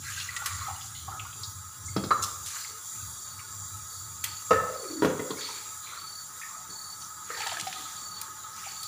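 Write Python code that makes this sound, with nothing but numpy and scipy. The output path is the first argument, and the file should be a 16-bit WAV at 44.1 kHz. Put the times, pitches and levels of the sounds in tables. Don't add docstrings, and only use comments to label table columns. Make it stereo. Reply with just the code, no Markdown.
import sys
import numpy as np
from scipy import signal
from scipy.io import wavfile
from scipy.ndimage import uniform_filter1d

SR = 44100
rng = np.random.default_rng(int(sys.argv[2]) if len(sys.argv) > 2 else 0)


def natural_amplitude(level_db):
    exponent = np.asarray(level_db, float) / 20
    return 10 ** exponent


def materialize(psi):
    bounded = np.clip(np.atleast_2d(psi).T, -1, 1)
    quanta = np.round(bounded * 32767).astype(np.int16)
    wavfile.write(sys.argv[1], SR, quanta)


N = 391166


def evened(x):
    return x / np.sqrt(np.mean(x ** 2) + 1e-20)


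def drift(size, length=N):
    noise = rng.standard_normal(length)
    return evened(uniform_filter1d(uniform_filter1d(noise, size=size), size=size))


def read(points, hz):
    f, value = np.transpose(points)
    return np.interp(np.log(hz + 1), np.log(f + 1), value)


def curves(rows):
    s, *columns = np.transpose(rows)
    return [np.interp(np.arange(N) / SR, s, c) for c in columns]


def add(mix, s, sound):
    part = mix[round(s * SR):][:len(sound)]
    part += sound[:len(part)]


def resonate(x, hz, width):
    turn = np.exp(2j * np.pi * np.cumsum(hz * np.ones(len(x))) / SR)
    r = np.exp(-np.pi * abs(width) / SR)
    smooth = signal.lfilter([1 - r], [1, -r], x / turn + 1e-18)
    return 2 * (turn * smooth).real


def colour(x, spectrum, tilt_db=0, patchy_db=0., size=1024):
    overlap = size * 3 // 4
    hz, t, z = signal.stft(x, SR, nperseg=size, noverlap=overlap)
    patches = uniform_filter1d(rng.standard_normal(z.shape), size=9, axis=0)
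    patches = evened(uniform_filter1d(patches, size=12, axis=1))
    shape_db = read(spectrum, hz)[:, None] + patchy_db * patches
    if tilt_db:
        shape_db = shape_db + tilt_db(hz, t)
    return evened(signal.istft(z * natural_amplitude(shape_db), SR, nperseg=size, noverlap=overlap)[1][:N])


def sparse(per_s, spread_db):
    size_db = spread_db * np.minimum(rng.exponential(1, N), 5)
    return natural_amplitude(size_db) * (rng.random(N) < per_s / SR)


def surges(rows, rise_db_per_s, fall_db_per_s):
    s, hold, db = np.transpose(rows)[:3, :, None]
    t = np.arange(0, N + 64, 64) / SR
    rise_db = rise_db_per_s * np.maximum(s - t, 0)
    fall_db = fall_db_per_s * np.maximum(t - s - hold, 0)
    return natural_amplitude(db - rise_db - fall_db) ** 2


def with_surges(rest_db, power):
    surge = np.interp(np.arange(N), np.arange(power.shape[1]) * 64, power.sum(0))
    return np.sqrt(natural_amplitude(rest_db) ** 2 + surge)


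# f/Hz, level/dB per Hz
FLAME_TONE = [(12, -54), (20, -13), (32, 10), (48, -52), (67, -6), (97, 5), (113, -3), (193, -21),
              (260, -26), (340, -27), (570, -120)]
# f/Hz, level/dB per Hz
SIMMER_TONE = [(82, -14), (140, -4.5), (291, -16), (357, -9.5), (422, -15), (661, -14.5), (876, -8.5),
               (1020, -6), (1270, 2), (1370, -3.5), (1580, -9.5), (2040, -13.5), (2850, -62), (3000, -90),
               (3900, -43), (6600, -120)]
# f/Hz, level/dB per Hz
JET_TONE = [(2300, -69), (2920, -41), (3300, -9), (4230, -6), (4750, -4), (5310, -14), (5750, -2.5),
            (6500, -3.5), (6800, 2), (7450, 7.5), (7900, -9), (9800, -3.5), (13500, -18.5), (15200, -4)]
# start t/s, hold t/s, level/dB
DRAUGHTS = [(0, 0.097, -46), (.33, 0.024, -61), (.55, 0.17, -42), (.89, 0.33, -44.5), (1.22, 0.39, -46),
            (1.84, 0.37, -40.5), (2.42, 0.011, -46.5), (3.03, 0.033, -41.5), (3.36, 0.019, -47),
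            (3.57, 0.21, -44.5), (4.0, 0.31, -48), (4.56, 0.044, -44.5), (5.02, 0.14, -53),
            (8.85, 0.071, -51)]
# t/s, level/dB
CALM = [
    (0, -46),
    (4.4, -69),
    (4.7, -62.5),
    (8.87, -60),
]
# t/s, level/dB
BOIL = [(0, -55.5), (1.7, -49), (2.4, -49.5), (4.4, -47), (5.3, -47.5), (7, -46), (8.45, -43.5),
        (8.87, -47)]
# start t/s, hold t/s, level/dB
JOLTS = [
    (1.11, 0.023, -42.5),
    (2.13, 0.027, -41),
    (4.6, 0.02, -37),
    (7.35, 0.1, -46),
]
# f/Hz, width f/Hz, level/dB
WALLS = [(880, 60, -11), (1090, 60, -12), (1270, 100, 0), (1450, 60, -11), (1680, 70, -16)]
# f/Hz, width f/Hz, level/dB
DIPS = [(3550, 84, -8), (4240, 150, -46), (5130, 120, -4.5), (5900, 55, -5), (6800, 75, 4.5),
        (7490, 330, -2), (8900, 97, -12), (10140, 410, -2.5), (10830, 170, -2)]
# t/s, level/dB
HISS = [(0.0, -43), (1.19, -43.5), (1.85, -44), (2.47, -41.5), (2.81, -42.5), (3.04, -42.5), (3.38, -42.5),
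        (5.16, -43.5), (5.29, -42), (6.79, -45), (7.31, -45), (7.51, -43), (8.5, -45.5), (8.87, -44)]


def stove():
    flame = with_surges(curves(CALM)[0], surges(DRAUGHTS, rise_db_per_s=146, fall_db_per_s=109))
    boil = with_surges(curves(BOIL)[0], surges(JOLTS, rise_db_per_s=270, fall_db_per_s=72))
    rumble = colour(rng.standard_normal(N), FLAME_TONE, size=4096) * flame
    water = rng.standard_normal(N)
    simmer = colour(water, SIMMER_TONE, patchy_db=2.5) * natural_amplitude(-6.0)

    def tiles(hz, t):
        return sum(db * np.exp(-((hz - f) / width) ** 2) for f, width, db in DIPS)[:, None]

    breath_db = curves(HISS)[0] - drift(6000) + 2.5
    jet = colour(rng.standard_normal(N), JET_TONE, tiles, patchy_db=2.0) * natural_amplitude(breath_db)
    walls = np.zeros(N)
    for hz, width, db in WALLS:
        wandering_hz = hz + 14 * drift(2500)
        note = evened(resonate(resonate(water, wandering_hz, width), wandering_hz, width))
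        walls += natural_amplitude(db + 2.5 * drift(1800)) * note
    return rumble + boil * (simmer + natural_amplitude(-7.5) * walls) + jet


# f/Hz, level/dB per Hz
WET_TONE = [(180, -52), (300, -36), (432, -15.5), (518, -23), (852, -17), (1250, 3.5), (2900, -8.5),
            (7090, 5), (8230, -3.5), (15700, -11)]
# start t/s, hold t/s, level/dB, slosh depth level/dB, scatter fizz level/dB
HANDFULS = [(0.07, 0.16, -40.5, -1.5, -4.5), (0.476, 0.21, -46.5, 3, 1), (0.296, 0.38, -48.5, 14, -18),
            (0.818, 0.017, -49.5, -17, 3.5), (1.3, .03, -62, 13, -13), (2.265, 0.014, -53.5, 15, 11),
            (2.514, 0.099, -42.5, -2, -3), (4.273, 0.03, -47, -21, -7), (4.688, 0.24, -52, -4, -3),
            (5.388, 0.18, -45.5, -5, -2.5), (5.93, 0.056, -47.5, 10.5, -16), (6.364, 0.017, -52.5, 5, 4),
            (7.305, 0.12, -46, 7, -7), (7.383, 0.17, -41, -6, -7), (7.794, 0.13, -49, -12, -0.5),
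            (8.175, .02, -45.5, -16, -12), (8.562, 0.15, -48, -16, -2.5)]
# level/dB, slosh depth level/dB, scatter fizz level/dB
SETTLED = (-57.5, 0., -5.5)


def rice():
    power = surges(HANDFULS, rise_db_per_s=228, fall_db_per_s=92)
    rest_db, *rest_tone = SETTLED
    rest = natural_amplitude(rest_db) ** 2
    tones = np.transpose(HANDFULS)[3:] @ power + rest * np.c_[rest_tone]
    depth_db, fizz_db = tones / (power.sum(0) + rest)
    s = np.arange(power.shape[1]) * 64 / SR

    ticks = sparse(2500., 4.2) * rng.choice([-1, 1], N)
    starts, size = sparse(500., 0.95), rng.integers(0, 12, N)
    t = np.arange(1500) / SR
    bubbles = np.zeros(N)
    for k, hz in enumerate(np.geomspace(650., 5000., num=12)):
        ring = np.sin(2 * np.pi * hz * t) * natural_amplitude(-60 * t * hz / 300.0) * hz
        bubbles += signal.oaconvolve(starts * (size == k), ring)[:N]
    grains = evened(ticks) + 1.27 * rng.standard_normal(N) + 0.53 * evened(bubbles)

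    def tilt(hz, t):
        depth = np.outer(hz < 1500, np.interp(t, s, depth_db))
        return depth + np.outer(hz > 4600, np.interp(t, s, fizz_db))

    clumpy = colour(grains, WET_TONE, tilt, patchy_db=2.8, size=512)
    return clumpy * with_surges(rest_db, power) * natural_amplitude(1.0)


# start t/s, length t/s,
# level/dB, centre f/Hz
SWISHES = [(0.07, 0.15, -52, 1590), (0.095, 0.26, -49, 2750), (0.123, 0.1, -54, 3550),
           (0.288, 0.14, -51, 2120), (0.469, 0.38, -52, 1950), (.67, 0.11, -45, 850),
           (1.069, 0.11, -48, 1070), (5.358, 0.47, -54, 2270), (5.38, 0.23, -50, 4170),
           (5.482, 0.068, -46.5, 920), (5.812, 0.28, -50.5, 3760), (5.849, 0.26, -58, 2150),
           (6.998, 0.13, -46, 6100), (7.295, 0.17, -46, 1800), (7.36, 0.49, -50.5, 3250),
           (7.452, .18, -55, 1740), (4.6, 0.39, -44.5, 513), (5.079, 0.38, -47, 517),
           (7.621, 0.49, -51, 3530), (8.408, .17, -56.5, 3680), (8.545, 0.29, -64, 2320),
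           (8.727, 0.12, -57, 3530), (2.949, 0.12, -63, 2390), (2.458, 0.25, -58, 2400),
           (6.552, 0.15, -61, 710), (6.678, 0.12, -59, 354), (7.525, 0.15, -58, 330),
           (7.763, 0.12, -58, 297), (7.3, 0.22, -56, 440), (0.085, 0.12, -55, 1280),
           (0.821, 0.22, -56, 1300), (1.085, 0.14, -54, 1300), (1.402, 0.14, -56, 1070),
           (5.858, 0.092, -52, 2170)]


def swishes():
    out = np.zeros(N)
    for s, length, db, hz in SWISHES:
        u = np.linspace(0, 1, round(length * SR))
        bubbly = evened(uniform_filter1d(rng.standard_normal(SR // 2), size=130))[:len(u)]
        froth = rng.standard_normal(len(u)) * natural_amplitude(3.2 * bubbly)
        sag, width = hz * (1 + 0.06 * (.5 - u)), 0.26 * hz
        band = resonate(resonate(froth, sag, width), sag, width)
        swell = np.minimum(u / 0.1, 1) * np.minimum((1 - u) / 0.7, 1)
        add(out, s, natural_amplitude(db) * evened(band) * swell)
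    return out


# t/s, peak level/dB, f/Hz
DRIPS = [(.083, -27.5, 1620), (.209, -31, 2740), (.288, -25.5, 1970), (.362, -27, 1915), (.365, -35, 3590),
         (.418, -35, 850), (.51, -28.5, 1150), (.68, -29, 780), (.707, -32.5, 807), (.759, -40, 2890),
         (1.081, -31.5, 780), (1.08, -32.5, 1100), (1.251, -29, 1103), (1.882, -39.5, 2120),
         (4.246, -30.5, 1990), (5.307, -33.5, 1055), (6.69, -45, 170), (7.346, -35, 1790),
         (7.374, -31.5, 800), (7.404, -26, 850), (7.462, -25, 906), (7.519, -32.5, 713), (7.569, -26, 1710),
         (7.57, -34, 686), (7.621, -40, 160), (7.668, -24.5, 756), (7.725, -33, 2440), (7.789, -44, 298),
         (8.663, -35.5, 786)]
# t/s, peak level/dB, f/Hz, time to fall 60 dB
# t/s
PINGS = [(0.4, -34.5, 1380, 0.19), (.454, -33.5, 1150, .14), (0.61, -31.5, 1199, 0.26),
         (0.7, -27, 1120, 0.037), (0.67, -28, 1270, 0.074), (1.125, -33.5, 1300, 0.11),
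         (1.22, -39, 1400, 0.043), (7.021, -32.5, 1260, 0.036), (7.437, -31, 2310, 0.044),
         (7.384, -31, 1720, .04), (7.419, -31, 1700, .04), (0.17, -35, 1574, .08), (0.2, -32, 3300, 0.057),
         (5.901, -54, 1100, 0.25), (7.019, -39, 1270, 0.19), (7.301, -26, 1230, 0.061),
         (7.429, -28, 1270, 0.064), (7.854, -32, 1270, 0.045), (.665, -48, 3180, 0.055),
         (1.359, -55, 400, 0.3), (2.69, -55, 420, 0.39), (7.3, -37.5, 475, 0.13), (7.375, -36, 880, 0.05),
         (7.465, -27, 780, 0.05), (7.515, -30, 930, 0.043), (8.8, -42, 1280, 0.1), (7.93, -46, 1400, 0.05),
         (3.015, -46, 2600, 0.032), (3, -38, 1500, 0.048), (0.65, -44, 2050, 0.1), (2.29, -38, 3700, 0.046),
         (1.135, -44, 750, 0.1), (1.253, -34, 1200, 0.04), (1.262, -40, 1400, 0.082),
         (6.415, -43, 2440, 0.12), (6.43, -37, 1800, 0.11), (5.195, -35, 2000, 0.05),
         (5.37, -44, 2200, 0.1), (7.727, -37, 1280, 0.066), (.947, -50, 2040, 0.25)]


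def drips():
    out, t = np.zeros(N), np.arange(SR // 4) / SR
    pockets = [(s, db, hz, 0.06 * (hz / 1000) ** -0.16) for s, db, hz in DRIPS]
    for s, db, hz, t60 in pockets + list(PINGS):
        waver = 1 + 0.7 * np.minimum(t / 0.008, 1) * drift(150, len(t))
        tone = np.sin(2 * np.pi * hz * t * (1 + 0.49 * t))
        add(out, s, natural_amplitude(db - 60 * t / t60) * (1 - np.exp(-t / 0.0018)) * waver * tone)
    return out


def sprays(events, width):
    out, t = np.zeros(N), np.arange(SR // 4) / SR
    for s, db, hz, t60 in events:
        fade = natural_amplitude(-60 * t / t60) + 0.74 * np.exp(-t / 0.00091)
        spray = rng.standard_normal(len(t)) * fade * (1 - np.exp(-t / 0.00041))
        edges = np.clip([hz * (1 - width / 2), hz * (1 + width / 2)], 900, 17000)
        band = signal.sosfilt(signal.butter(3, edges, "band", fs=SR, output="sos"), spray)
        add(out, s, natural_amplitude(db) * band / abs(band).max())
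    return out


# t/s, peak level/dB, centre f/Hz, time to fall
# 60 dB t/s
SPLASHES = [(.46, -26, 13000, 0.056), (.81, -38, 3220, 0.089), (.948, -37.5, 3730, 0.57),
            (1.195, -28.5, 2740, 0.055), (1.328, -37.5, 3020, 0.066), (1.433, -25, 4600, 0.092),
            (1.861, -29.5, 7200, 0.2), (1.965, -24, 4600, 0.046), (2.038, -31, 4530, 0.088),
            (2.225, -49, 12600, .12), (2.226, -18, 6600, 0.063), (2.225, -30, 4730, 0.089),
            (2.237, -27, 4170, 0.056), (2.243, -23, 5500, 0.035), (2.62, -36, 4970, .04),
            (2.647, -32.5, 2000, 0.05), (3.392, -38.5, 2290, 0.064), (4.239, -30, 2980, 0.08),
            (4.24, -22, 13000, 0.077), (4.241, -18, 7100, 0.029), (5.305, -29.5, 3970, 0.089),
            (5.409, -30.5, 4030, 0.88), (5.868, -52, 2620, 0.069), (6.414, -35, 2100, 0.27),
            (7.372, -31, 4530, 0.059), (7.302, -34, 1880, 0.057), (7.347, -41, 2300, .07),
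            (7.378, -36, 2020, .06), (7.402, -33, 2100, .05), (7.465, -29, 1700, .07),
            (7.5, -42, 2000, .05), (7.52, -37, 1600, 0.064), (7.855, -38, 3450, 0.052),
            (.085, -37, 2220, 0.098), (.458, -30.5, 1700, 0.071), (.51, -36, 1690, .07),
            (8.83, -35, 4220, 0.27), (7.415, -30, 2450, 0.081), (7.466, -31, 2510, 0.025),
            (7.492, -27.5, 3240, 0.047), (7.678, -29, 5270, .025), (7.727, -36, 3900, 1),
            (8.561, -36, 7760, 0.036), (8.641, -38, 2570, 0.39)]


def splashes():
    return sprays(SPLASHES, width=0.38)


# t/s, peak level/dB, centre f/Hz, time to fall 60 dB
# t/s
SNAPS = [(.2, -25, 3480, 0.056), (.213, -34, 3500, 0.046), (.364, -21.5, 5100, 0.063),
         (.459, -19, 6000, 0.087), (2.223, -25, 7750, 0.16), (5.305, -45, 2500, 0.028),
         (1.252, -43, 2000, 0.036), (7.022, -38.5, 6700, .04), (4.24, -23.5, 3200, 0.11),
         (7.418, -26, 5000, 0.033), (7.515, -30, 3000, .03), (7.571, -29, 3000, .03),
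         (7.727, -27, 3780, 0.025), (6.265, -39, 7800, 0.043), (2.237, -19.5, 7700, 0.033),
         (2.46, -28, 6940, 0.26), (5.048, -25.5, 3550, 0.068), (7.376, -35, 4500, .03),
         (7.405, -26, 4000, 0.04), (7.43, -31, 4000, .03), (7.47, -21, 4500, .03), (7.53, -29, 6000, .02),
         (7.597, -22, 5100, 0.062), (7.611, -19.5, 6240, 0.016), (7.669, -28, 3470, 0.071),
         (8.214, -20.5, 10500, .034), (8.215, -34, 3000, .02), (8.83, -29, 9250, 0.075)]


def snaps():
    return sprays(SNAPS, width=1.23)


# start t/s, length t/s, level/dB
CHIRPS = [(1.9, 0.14, -56), (2.52, 0.23, -55), (3.185, 0.27, -55.5), (3.897, 0.16, -54.5),
          (4.22, 0.21, -52), (4.76, 0.26, -49.5), (5.38, 0.21, -47.5), (5.977, 0.25, -48),
          (6.693, 0.26, -48), (7.01, 0.028, -54), (7.335, 0.22, -47.5), (7.965, 0.26, -48.5),
          (8.674, 0.31, -48.5)]


def cricket(wing_hz=4500., strokes_hz=35.5):
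    out = np.zeros(N)
    for s, length, db in CHIRPS:
        t = np.arange(round(length * SR)) / SR
        swell = np.sin(np.pi * t / length) ** .12
        strokes = abs(np.sin(np.pi * strokes_hz * t)) ** 1.5 * swell
        uneven, start, bend = rng.standard_normal((20, 3))[(strokes_hz * t).astype(int)].T
        tone = np.sin(2 * np.pi * (wing_hz + 25 * bend) * t + start)
        add(out, s, natural_amplitude(db + 8.5 + uneven) * strokes * tone)
    return out


def blows(events, modes, fuzz, clatter_db, clatter_hz, clatter_t60):
    out, t = np.zeros(N), np.arange(SR // 2) / SR
    ring_size = 1.1 * np.linalg.norm(natural_amplitude(np.transpose(modes)[1]))
    for s, db in events:
        ring = np.zeros(len(t))
        for hz, mode_db, t60 in modes:
            shake = evened(uniform_filter1d(rng.standard_normal(len(t)), size=260))
            rattle = np.minimum(t / 0.008, 1) * shake
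            tone = np.sin(2 * np.pi * (hz * t + rng.random()))
            ring += natural_amplitude(mode_db - 60 * t / t60) * (1 + fuzz * rattle) * tone
        clatter = evened(resonate(rng.standard_normal(len(t)), clatter_hz, clatter_hz))
        clatter = clatter * natural_amplitude(clatter_db - 60 * t / clatter_t60)
        add(out, s, natural_amplitude(db) * (ring / ring_size + clatter) * (1 - np.exp(-t / 0.00035)))
    return out


# t/s, peak level/dB
THUDS = [
    (1.964, -11.5),
    (1.98, -20),
    (2.015, -33),
    (2.038, -19.5),
]
# f/Hz, level/dB, time to fall 60 dB t/s
COUNTER = [(134, -14, 0.13), (197, -5, 0.12), (250, 2, 0.033), (328, 4.5, 0.019), (470, -34, 0.061),
           (567, -13.5, 0.08), (850, -24, 0.046), (1270, 1, 0.025), (3320, -24, 0.19), (4410, -21, 0.049)]


def counter_thuds():
    return blows(THUDS, COUNTER, 0.89, clatter_db=-20.0, clatter_hz=440.0, clatter_t60=0.09)


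# t/s, peak level/dB
CLANKS = [
    (2.107, -8),
    (2.112, -7.5),
    (2.121, -18),
]
# f/Hz, level/dB, time to fall 60 dB t/s
BOWL = [(430, -3, 0.062), (739, -13.5, 0.093), (1086, -3.5, 0.05), (1246, 13, 0.06), (1300, 5.5, 0.12),
        (1230, -5, 0.088), (1367, -2.5, 0.088), (1150, -5, 0.08), (1700, -11, 0.078), (2200, -8, 0.025),
        (3240, -21, 0.04), (4020, -16, 0.08), (4600, -11, 0.022)]


def bowl_clanks():
    return blows(CLANKS, BOWL, 0.24, clatter_db=-34.0, clatter_hz=970.0, clatter_t60=0.1)


# t/s, peak level/dB
BANGS = [
    (4.507, -13),
    (4.510, -9.5),
    (4.531, -16.5),
]
# f/Hz, level/dB, time to fall 60 dB t/s
DOOR = [(92, -16, 0.5), (170, -20, 0.41), (287, -1.5, 0.038), (442.4, -4.5, 0.16), (513, 7, 0.057),
        (630, -11, 0.22), (776, 2.5, 0.045), (920, -6, 0.045), (1086, 5.5, 0.038), (1276, 2.5, 0.1),
        (1300, -5.5, 0.35), (1420, -19, 0.15), (1800, -9.5, 0.1), (1770, -6.5, 0.29), (2130, -13, 0.1),
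        (2740, -9, 0.061), (3720, -13.5, 0.049), (4750, -10, 0.032), (5700, -6.5, 0.027)]


def door_bangs():
    return blows(BANGS, DOOR, 0.9, clatter_db=-27.5, clatter_hz=690.0, clatter_t60=0.28)


# t/s, level/dB, f/Hz
GROAN = [
    (4.816, -40, 420),
    (4.85, -39, 390),
    (4.885, -40, 310),
    (4.92, -41, 288),
    (4.97, -41, 281),
    (5.03, -33, 280),
]


def groan():
    out, start, end = np.zeros(N), GROAN[0][0], GROAN[-1][0]
    db, hz = (c[round(start * SR):round(end * SR)] for c in curves(GROAN))
    blur = evened(resonate(resonate(rng.standard_normal(len(hz)), hz, 60.0), hz, 60.0))
    tone = np.sin(2 * np.pi * np.cumsum(hz) / SR)
    add(out, start, natural_amplitude(db) * signal.windows.tukey(len(hz), .2) * (.6 * blur + .35 * tone))
    return out


# t/s, peak level/dB
KNOCKS = [
    (5.021, -12),
    (5.033, -14),
    (5.047, -9.5),
    (5.1, -20),
    (5.195, -20.5),
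    (5.305, -23.5),
]
# f/Hz, level/dB, time to fall 60 dB t/s
FRAME = [(150.5, -11, 0.24), (281, 4, 0.045), (279.7, -3.5, 0.17), (434, 4.5, 0.064), (508, -7.5, 0.15),
         (800, -30, 0.075), (959, -5, 0.11), (1150, -18, 0.11), (1410, -5.5, 0.046), (1850, -7, 0.019),
         (3340, -15, 0.042)]


def frame_knocks():
    return blows(KNOCKS, FRAME, 0.68, clatter_db=-21.0, clatter_hz=890.0, clatter_t60=0.16)


# f/Hz, time to fall 60 dB t/s
KITCHEN = [(150, 0.67), (600, 0.81), (1500, 0.72), (4000, 0.57), (12000, 0.35)]


def kitchen(x):
    taps = np.zeros(SR)
    at = np.arange(200, SR - 20, 20)
    taps[at + rng.integers(0, 20, len(at))] = rng.choice([-1., 1.], len(at))
    hz, t, z = signal.stft(taps, SR, nperseg=256)
    fade = natural_amplitude(-60 * t / read(KITCHEN, hz)[:, None])
    tail = signal.istft(z * fade, SR, nperseg=256)[1]
    return signal.fftconvolve(x, tail / np.linalg.norm(tail))[:N]


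def scene():
    near = drips() + swishes() + splashes() + snaps()
    knocks = counter_thuds() + bowl_clanks() + door_bangs() + frame_knocks()
    far, chirps = groan(), cricket()
    wet = kitchen(natural_amplitude(-8.5) * near + natural_amplitude(-7.5) * knocks + natural_amplitude(-1.0) * far + natural_amplitude(-8.) * chirps)
    return np.tile(near + knocks + far + chirps + wet + rice() + stove(), (2, 1))


# f/Hz, level/dB per Hz
STRAY_TONE = [(24, -29), (40, 4), (2160, -13), (2990, -25), (3930, 7), (6010, -26), (6640, -27),
              (8520, -23.5), (15500, -24)]


def microphone(dry):
    stray = natural_amplitude(-76) * colour(rng.standard_normal(N), STRAY_TONE, patchy_db=4.5, size=256)
    no_bass = signal.butter(6, 62., "high", fs=SR, output="sos")
    heard = signal.sosfilt(no_bass, dry) + np.array([stray, -stray])
    no_top = signal.firwin(1023, 15500, window=("kaiser", 9), fs=SR)
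    return signal.oaconvolve(heard, no_top[None], "same", axes=1)


def top_cut(x):
    return signal.sosfilt(signal.butter(12, 16850, fs=SR, output="sos"), x)


def record(dry):
    heard = microphone(dry)
    return top_cut(heard)


dry = scene()
out = record(dry)
materialize(out)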